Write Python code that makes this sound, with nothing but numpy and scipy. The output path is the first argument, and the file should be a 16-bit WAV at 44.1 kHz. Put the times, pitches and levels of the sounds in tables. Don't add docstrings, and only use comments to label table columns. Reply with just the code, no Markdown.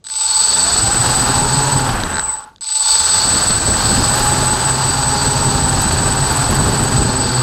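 import sys
import numpy as np
from scipy import signal
from scipy.fft import rfft, irfft
from scipy.io import wavfile
from scipy.ndimage import uniform_filter1d

SR = 44100
rng = np.random.default_rng(int(sys.argv[2]) if len(sys.argv) > 2 else 0)


def invert_db(level):
    return 10 ** (np.asarray(level, dtype=float) / 20)


def wav_record(signal):
    frames = np.transpose(np.atleast_2d(signal))
    bounded = np.clip(frames, -1, 1)
    quanta = np.round(bounded * 32767).astype(np.int16)
    wavfile.write(sys.argv[1], SR, quanta)


N = 327222
T = np.arange(N) / SR
RESTART_S = 2.609
FULL_SPEED = 60

# time in seconds, turns per second.
LEAD_SPEED = [(.04, 2), (.22, 14), (.62, 47), (.9, 58), (1.7, 73.5), (1.85, 68.5), (2.2, 33), (2.47, 13.5),
              (2.59, 3.5), (2.61, 0), (3.05, 40), (3.27, 49), (4.2, 64.3), (4.87, 65.5), (5.25, 69.2),
              (5.9, 67), (6.7, 69), (7.41, 61.5)]
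# time in seconds, turns per second less.
LATE_MOTOR_LAG = [(.04, 4), (.22, 9.5), (.56, 12.5), (1.05, 7.6), (2, 5.5), (2.3, .5), (2.62, .5),
                  (2.9, 22), (3.1, 29), (3.3, 29.5), (4.2, 36), (5.2, 38.4), (5.85, 20), (6.5, 18),
                  (7.41, 2)]
STUCK_MOTOR_LAG = [(2.6, 80), (2.63, 2), (3.08, 22), (3.45, 19.5), (4.2, 24.5), (4.6, 23), (5.2, 27),
                   (5.9, 18.5), (6.5, 18), (6.8, 14), (7.41, -3)]
CLOSE_MOTOR_LAG = [(.7, 0), (.9, 3.8), (1.55, 7), (2, 6), (2.15, .5), (2.62, .5), (2.8, 6.5), (3.05, 8.8),
                   (3.6, 5.3), (4.9, 4), (5.5, 5.8), (6.75, 6), (7.1, .6), (7.41, -2.3)]


def shaft_speeds():
    lead = curve(LEAD_SPEED)
    lags = (LATE_MOTOR_LAG, STUCK_MOTOR_LAG, [(0, 0)], CLOSE_MOTOR_LAG)
    return [np.maximum(lead - curve(lag), .4) for lag in lags]


def turns(speed):
    hunting = 1 + .002 * flutter(30)
    return np.cumsum(uniform_filter1d(speed, size=5000) * hunting) / SR


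# time in seconds, level in dB.
MOTOR_CURRENT = [(.04, -28), (.2, -20.5), (.4, -15.5), (.8, -17.5), (1.5, -20.5), (1.72, -20.5), (2.0, -35),
                 (2.45, -35.5), (2.6, -26), (2.68, -22), (2.9, -15), (3.5, -18), (3.7, -19), (5.2, -21.5),
                 (5.6, -21.5), (6.3, -22.5), (7.42, -24.5)]


def current_level():
    return curve(MOTOR_CURRENT)


# start in seconds, end in seconds.
POWERED_RUNS = [
    (.041, 2.45),
    (2.609, 7.5),
]
# start of a drop-out in seconds, its end in seconds.
FIRST_STUTTERS = [
    (.0445, .048),
    (.054, .0655),
    (.075, .085),
]


def powered():
    stutter = sum(1. * (T > a) * (T < b) for a, b in FIRST_STUTTERS)
    caught = 1 - 0.49 * uniform_filter1d(stutter, size=60)
    runs = 0
    for a, b in POWERED_RUNS:
        ramp = np.clip(0.37 + np.minimum(T - a, b - T) / 0.17, 0, 1)
        runs = runs + (T > a) * (T < b) * ramp
    return caught * runs


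# start in seconds, end in seconds, change in dB.
GRASS_BRUSHING = [
    (1.013, 1.397, 3.5),
    (1.86, 2.214, 2.5),
    (3.155, 3.506, 2.5),
    (3.757, 4.466, 4),
    (6.266, 6.82, 2),
    (6.983, 7.327, -3.5),
]


def grass_level():
    brushing = sum(db * (T > a) * (T < b) for a, b, db in GRASS_BRUSHING)
    return uniform_filter1d(brushing, size=2000)


def driven_level():
    return current_level() + 20 * np.log10(powered() + 1e-4) + grass_level()


# frequency in Hz, turns ahead at the start.
CHOPPER_CLOCKS = [(7990.6, 0), (7995.42, .42), (8011.75, .47), (8016.9, .33)]
SIDEBAND_ORDERS = [-56, -49, -42, -21, -14, 14, 21, 42]
# one motor, with the level in dB under the whine for each multiple above.
SIDEBAND_DB = [(-40, -40, -34, -31, -26, -27, -31, -33), (-40, -40, -36, -33, -26, -28, -34, -40),
               (-40, -27, -31, -24, -34, -25, -34, -28), (-31, -40, -32, -36, -22, -31, -38, -38)]
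OCTAVE_SIDEBAND_DB = [-41, -54, -38, -47]
# first run in dB, second run in dB.
WHINE_TRIMS = [(-2, -.5), (-14.5, -11), (1.5, 0.8), (-12.5, -6.5)]
# time in seconds, level in dB.
COASTING_CHOP = [(1.95, -38.5), (2.3, -19.5), (2.42, -38), (2.5, -55)]


def whine(angles, shafts, bells_db):
    idle_db = np.where(T < COASTING_CHOP[0][0], -90, curve(COASTING_CHOP))
    chop_db = joined(current_level(), idle_db)
    whines = []
    for trim_db, speed in zip(WHINE_TRIMS, shafts):
        held_db = -0.13 * (shafts[2] - speed)
        whines.append(chop_db + np.where(T < RESTART_S, *trim_db) + held_db)
    drive = np.sqrt(sum(invert_db(w) ** 2 for w in whines))
    load = invert_db(bells_db + 4)
    out = np.zeros(N)
    motors = zip(CHOPPER_CLOCKS, whines, angles, SIDEBAND_DB, OCTAVE_SIDEBAND_DB)
    for (hz, ahead), level, angle, side_db, octave_db in motors:
        clock = hz * T + ahead
        waver = invert_db(3.0 * flutter(12))
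        speed = np.gradient(angle) * SR
        out += invert_db(level + .5 * flutter(60)) * np.cos(2 * np.pi * clock)
        out += invert_db(octave_db) * waver * drive * np.cos(2 * np.pi * (2 * clock - 14 * angle))
        for k, db in zip(SIDEBAND_ORDERS, side_db):
            strength = invert_db(db + frame_level(hz + k * speed)) * (load if abs(k) > 30 else drive)
            out += strength * np.roll(waver, 900 * k) * np.cos(2 * np.pi * (clock + k * angle))
    return np.sqrt(2) * out * powered()


# frequency in Hz, level in dB.
FRAME_RESPONSE = [(300, -40), (700, -20), (880, 3), (1500, -2), (2300, -9), (2700, -17), (3300, -12),
                  (4300, 0), (4650, 8), (5100, 5), (5500, -6), (5900, 3), (7800, 0), (9000, -3), (9600, -9),
                  (11500, -18)]


def frame_level(hz):
    return read(FRAME_RESPONSE, hz)


def buzz(angles, lead, arms_db, bells_db):
    shake, jolts = flutter(54), steps(angles)
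    return (arm_buzz(jolts, shake, lead, arms_db) + bell_rattle(jolts, shake, angles, lead, bells_db)
            + air_hiss(shake, lead))


def steps(angles):
    jolts = sum(np.diff(np.floor(42 * a), prepend=0) * rng.standard_normal(N) for a in angles)
    density = uniform_filter1d(jolts ** 2, size=2000) + 1e-4
    return jolts / np.sqrt(density) + .35 * rng.standard_normal(N)


def bells_level(lead):
    decades = np.log10(lead / FULL_SPEED)
    driven_db = driven_level() - 1 - np.maximum(decades, -1) - 0.65 * grass_level()
    free_db = -26.5 + 36 * decades - 30 * (T < .041)
    return joined(driven_db, free_db)


# frequency in Hz, level in dB per Hz.
BELL_SPECTRUM = [(1180, -61), (2000, -13), (2250, -11.5), (2610, -9.5), (3230, -8), (3890, 0.5), (4520, -1),
                 (5150, -3.5), (5420, -4.5), (6840, -7), (7670, -6.5), (7800, -1.5), (10100, -32),
                 (17200, -120)]
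# frequency in Hz, width in Hz, level in dB.
BELL_RINGS = [(3550, 100, -4), (4030, 80, -10.5), (4375, 154, 4.5), (4570, 210, 4.5), (5015, 94, 0),
              (6545, 120, -17)]
# time in seconds, half length in seconds, change in dB.
BELL_SWELLS = [
    (0.707, 0.057, 3),
    (1.53, 0.074, 6),
    (3.903, .15, 4),
    (5.1, 0.17, 4.5),
    (7.31, 0.18, 6.5),
]


def bell_rattle(jolts, shake, angles, lead, bells_db):
    pulling = np.clip((current_level() + 36) / 6, 0, 1)
    under_speed = np.clip((57.5 - lead) / 6, 0, 1)
    sing_db = -5 + 6 * under_speed * np.clip(lead / 22, .45, 1) * pulling
    sing_db += bumps(BELL_SWELLS) - 8 * (1 - pulling)
    bells = colour(jolts, BELL_SPECTRUM) + invert_db(sing_db + 1.5 * flutter(6)) * ring(steps(angles), BELL_RINGS)
    bells *= invert_db(bells_db - 5.5 + 0.95 * shake + 0.63 * flutter(9.9))
    skirt = colour(rng.standard_normal(N), [(7500, -13), (8000, 23.0), (8300, -18)])
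    return bells + invert_db(bells_db - 13.5) * skirt


def arms_level(lead):
    spun_db = -21 + 11.5 * np.log10(lead / FULL_SPEED)
    spun_db = spun_db - 20 * np.log10(1 + (15.1 / lead) ** 3) + .5 * grass_level()
    return joined(spun_db, driven_level() - 13.5)


# frequency in Hz, level in dB per Hz.
ARM_SPECTRUM = [(180, -18), (300, -23.5), (397, -6), (455, -9.5), (602, -8.5), (833, -2.5), (1020, -3),
                (1580, -4.5), (2230, -18), (2600, -14.5), (3380, -16), (5720, -120)]
# frequency in Hz, width in Hz, level in dB.
ARM_RINGS = [(72, 40, -14), (872, 60, 1), (1130, 130, -10), (1430, 200, -11)]


def arm_buzz(jolts, shake, lead, arms_db):
    bare = np.clip(1.5 - lead / 36, .05, .85)
    arms = np.sqrt(1 - bare) * colour(rng.standard_normal(N), ARM_SPECTRUM)
    arms += np.sqrt(bare) * ring(jolts, ARM_RINGS)
    return arms * invert_db(arms_db - 1.32 + 1.36 * shake)


# frequency in Hz, level in dB per Hz.
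AIR_SPECTRUM = [(4790, -37), (8150, -31), (8330, -25), (8450, -5), (11300, -12.5), (12200, -15),
                (13200, -14.5), (15700, -29)]


def air_hiss(shake, lead):
    free_db = -40 + 35 * np.log10(lead / FULL_SPEED) + grass_level()
    air_db = joined(driven_level() - 22.5, free_db)
    flecks = invert_db(0.68 * shake + 2.0 * flutter(130)) * rng.standard_normal(N)
    return invert_db(air_db) * colour(flecks, AIR_SPECTRUM)


HUM_ORDERS = [1, 2, 4, 6, 8, 14]
HUM_DB = [-38, -22, -31, -33, -40, -33]
HUM_TRIMS = [-5.5, -3, -3.5, -6]


def hum(angles, shafts, arms_db):
    out, arms = np.zeros(N), invert_db(arms_db)
    coast_db = 5 * np.clip((-30 - current_level()) / 5, 0, 1)
    for speed, angle, trim_db in zip(shafts, angles, HUM_TRIMS):
        waver = invert_db(4.6 * flutter(15.3))
        for k, db in zip(HUM_ORDERS, HUM_DB):
            strength = invert_db(db + trim_db) * (speed / 66) ** 2.8 * np.roll(waver, 5000 * k)
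            out += strength * np.cos(2 * np.pi * (k * angle + rng.random()))
        for k in (42, 84):
            level_db = trim_db - 14 - speed / 5 + coast_db + frame_level(k * speed)
            strength = invert_db(level_db) * arms * np.roll(waver, 500 * k)
            out += strength * (speed > 3) * np.cos(2 * np.pi * k * angle)
    return np.sqrt(2) * out


# time in seconds, frequency in Hz, level in dB.
MOTOR_TONES = [
    [(.55, 600, -40), (.85, 800, -29), (1.2, 870, -28), (1.7, 960, -28), (1.95, 840, -31)],
    [(1.05, 750, -33), (1.4, 822, -23), (1.7, 868, -25), (1.95, 775, -27)],
    [(3.8, 760, -35), (4.2, 832, -25), (4.5, 850, -25), (5, 885, -30), (5.3, 915, -30), (5.8, 885, -31),
     (7.4, 870, -33)],
    [(4.6, 790, -31), (5.3, 838, -26), (5.7, 785, -28), (6.6, 795, -33), (7.4, 810, -30)],
    [(4.75, 5680, -42), (5.1, 5760, -37), (5.3, 5870, -37), (5.55, 5830, -41)],
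    [(4.8, 4640, -31), (5.5, 4590, -32)],
    [(7.12, 4590, -32), (7.5, 4640, -29)],
]


def motor_tones():
    out = np.zeros(N)
    for rows in MOTOR_TONES:
        fade = np.clip(np.minimum(T - rows[0][0], rows[-1][0] - T) / 0.06, 0, 1)
        phase = np.cumsum(curve(rows) * (1 + 0.0039 * flutter(25.6))) / SR
        out += fade * invert_db(curve(rows, 2) - .5 + 2.2 * flutter(12)) * np.cos(2 * np.pi * phase)
    return np.sqrt(2) * out


# frequency in Hz, level in dB per Hz.
WASH_SPECTRUM = [(12, -35), (20, -2.5), (92, -1.5), (128, -7), (173, -5.5), (269, -8.5), (325, -12),
                 (500, -17), (650, -15), (1100, -120)]
# time in seconds, half length in seconds, change in dB.
WASH_GUSTS = [
    (3.72, .06, 5.5),
    (4.055, 0.051, 5),
    (4.934, 0.52, -3.5),
    (6.686, 0.11, 4.5),
    (7.022, .06, 6),
    (7.42, 0.092, -12),
]


def wash(lead):
    air_speed = np.interp(T - 0.12, T, lead)
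    calm_db = -53
    full_db = -20 + bumps(WASH_GUSTS) + 4 * (T > RESTART_S)
    wash_db = calm_db + (full_db - calm_db) / (1 + np.exp((36.8 - air_speed) / 6.1))
    lumps = invert_db(3.3 * flutter(15.0)) * rng.standard_normal(N)
    return invert_db(wash_db - 3.0) * colour(lumps, WASH_SPECTRUM)


# start in seconds, peak in dB, top over bottom in dB.
STEM_KNOCKS = [(0.0426, -40, 12), (0.0487, -33, 7), (0.0685, -22, 5), (0.087, -26, -14), (0.1003, -20, -31),
               (2.0024, -8, -5), (2.036, -4, -1), (2.4394, -31, -1), (2.4544, -37, -13), (2.4794, -40, -14),
               (2.561, -40, 11.5), (2.5825, -39, 2), (2.609, -42, -8), (2.6223, -26, -5), (2.6703, -33, -2),
               (2.689, -20, 6), (2.7207, -17, -9), (2.8734, -9, -3)]
# frequency in Hz, level in dB, time to fall 60 dB in seconds.
KNOCK_RINGS = [(1500, 0, .008), (3800, -2, .006), (4800, -4, .004), (6400, -5, .003)]


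def taps():
    out, t = np.zeros(N + 2000), np.arange(1500) / SR
    rows = STEM_KNOCKS + [(2.1037 + .01312 * k, -11 + 1.7 * k, -9) for k in range(8)]
    for (s, db, top_db), chance in zip(rows, rng.random((len(rows), 8))):
        for (hz, mode_db, t60), u, v in zip(KNOCK_RINGS, chance, chance[4:]):
            tone = np.sin(2 * np.pi * (hz * (0.942 + 0.13 * u) * t + v))
            knock = tone * invert_db(-60 * t / t60) * np.minimum(t / 0.0005, 1)
            out[round(s * SR):][:1500] += invert_db(db + mode_db - 1.5 + (top_db + 5) * (hz > 3000)) * knock
    return out[:N]


# start in seconds, peak in dB.
CHAFF_HITS = [
    (4.3143, -15),
    (5.8169, -9),
    (5.9232, -14),
    (6.3238, -12),
    (6.3682, -15),
    (6.5099, -12),
    (6.5478, -12),
    (6.8361, -13),
]


def ticks():
    out, t = np.zeros(N + 2000), np.arange(1500) / SR
    straw = [(4.1 + .01872 * k, -16 + 3.5 * u) for k, u in enumerate(rng.standard_normal(10))]
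    rows = CHAFF_HITS + straw
    for (s, db), hiss in zip(rows, rng.standard_normal((len(rows), 1500))):
        puff = invert_db(db - 3.0 - 60 * t / 0.039) * np.minimum(t / 0.0014, 1) * hiss
        out[round(s * SR):][:1500] += puff
    bright = signal.butter(2, [6000, 12500], "band", fs=SR, output="sos")
    return signal.sosfilt(bright, out[:N])


def background():
    spectrum = [(40, -6), (70, 0.0), (300, -2), (2000, -18), (8500, -22)]  # Hz, dB per Hz
    return invert_db(-61.5) * colour(rng.standard_normal(N), spectrum)


def evened(x):
    return x / np.sqrt(np.mean(x ** 2) + 1e-20)


def curve(rows, column=1):
    rows = np.array(rows)
    return np.interp(T, rows[:, 0], rows[:, column])


def bumps(rows):
    return sum(db * np.exp(-((T - s) / half) ** 2) for s, half, db in rows)


def read(points, hz):
    f, db = np.transpose(points)
    return np.interp(np.log(np.abs(hz) + 1), np.log(f + 1), db, -80, -80)


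def colour(x, points):
    gain = invert_db(read(points, np.fft.rfftfreq(2 ** 19, 1 / SR)))
    return evened(irfft(rfft(x, 2 ** 19) * gain)[:N])


def ring(x, modes):
    hz = np.fft.rfftfreq(2 ** 19, 1 / SR)
    response = sum(invert_db(db) / (1 + 2j * (hz - centre_hz) / width) ** 2 for centre_hz, width, db in modes)
    return evened(irfft(rfft(x, 2 ** 19) * response)[:N])


def flutter(hz):
    smooth = uniform_filter1d(rng.standard_normal(N), int(SR / hz / 4) + 1)
    return evened(signal.lfilter([1], [1, -np.exp(-2 * np.pi * hz / SR)], smooth))


def joined(a_db, b_db):
    return 10 * np.log10(invert_db(a_db) ** 2 + invert_db(b_db) ** 2)


def scene():
    shafts = shaft_speeds()
    lead = shafts[2]
    angles = [turns(speed) for speed in shafts]
    arms_db, bells_db = arms_level(lead), bells_level(lead)
    motors = whine(angles, shafts, bells_db) + buzz(angles, lead, arms_db, bells_db)
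    motors += hum(angles, shafts, arms_db) + motor_tones()
    return (motors + wash(lead) + taps() + ticks() + background())[None]


def low_pass(x):
    return signal.sosfilt(signal.butter(12, 15830, fs=SR, output="sos"), x)


def record(dry):
    mix = 0.88 * np.tanh(dry / 0.96)
    return low_pass(mix)


dry = scene()
out = record(dry)
wav_record(out)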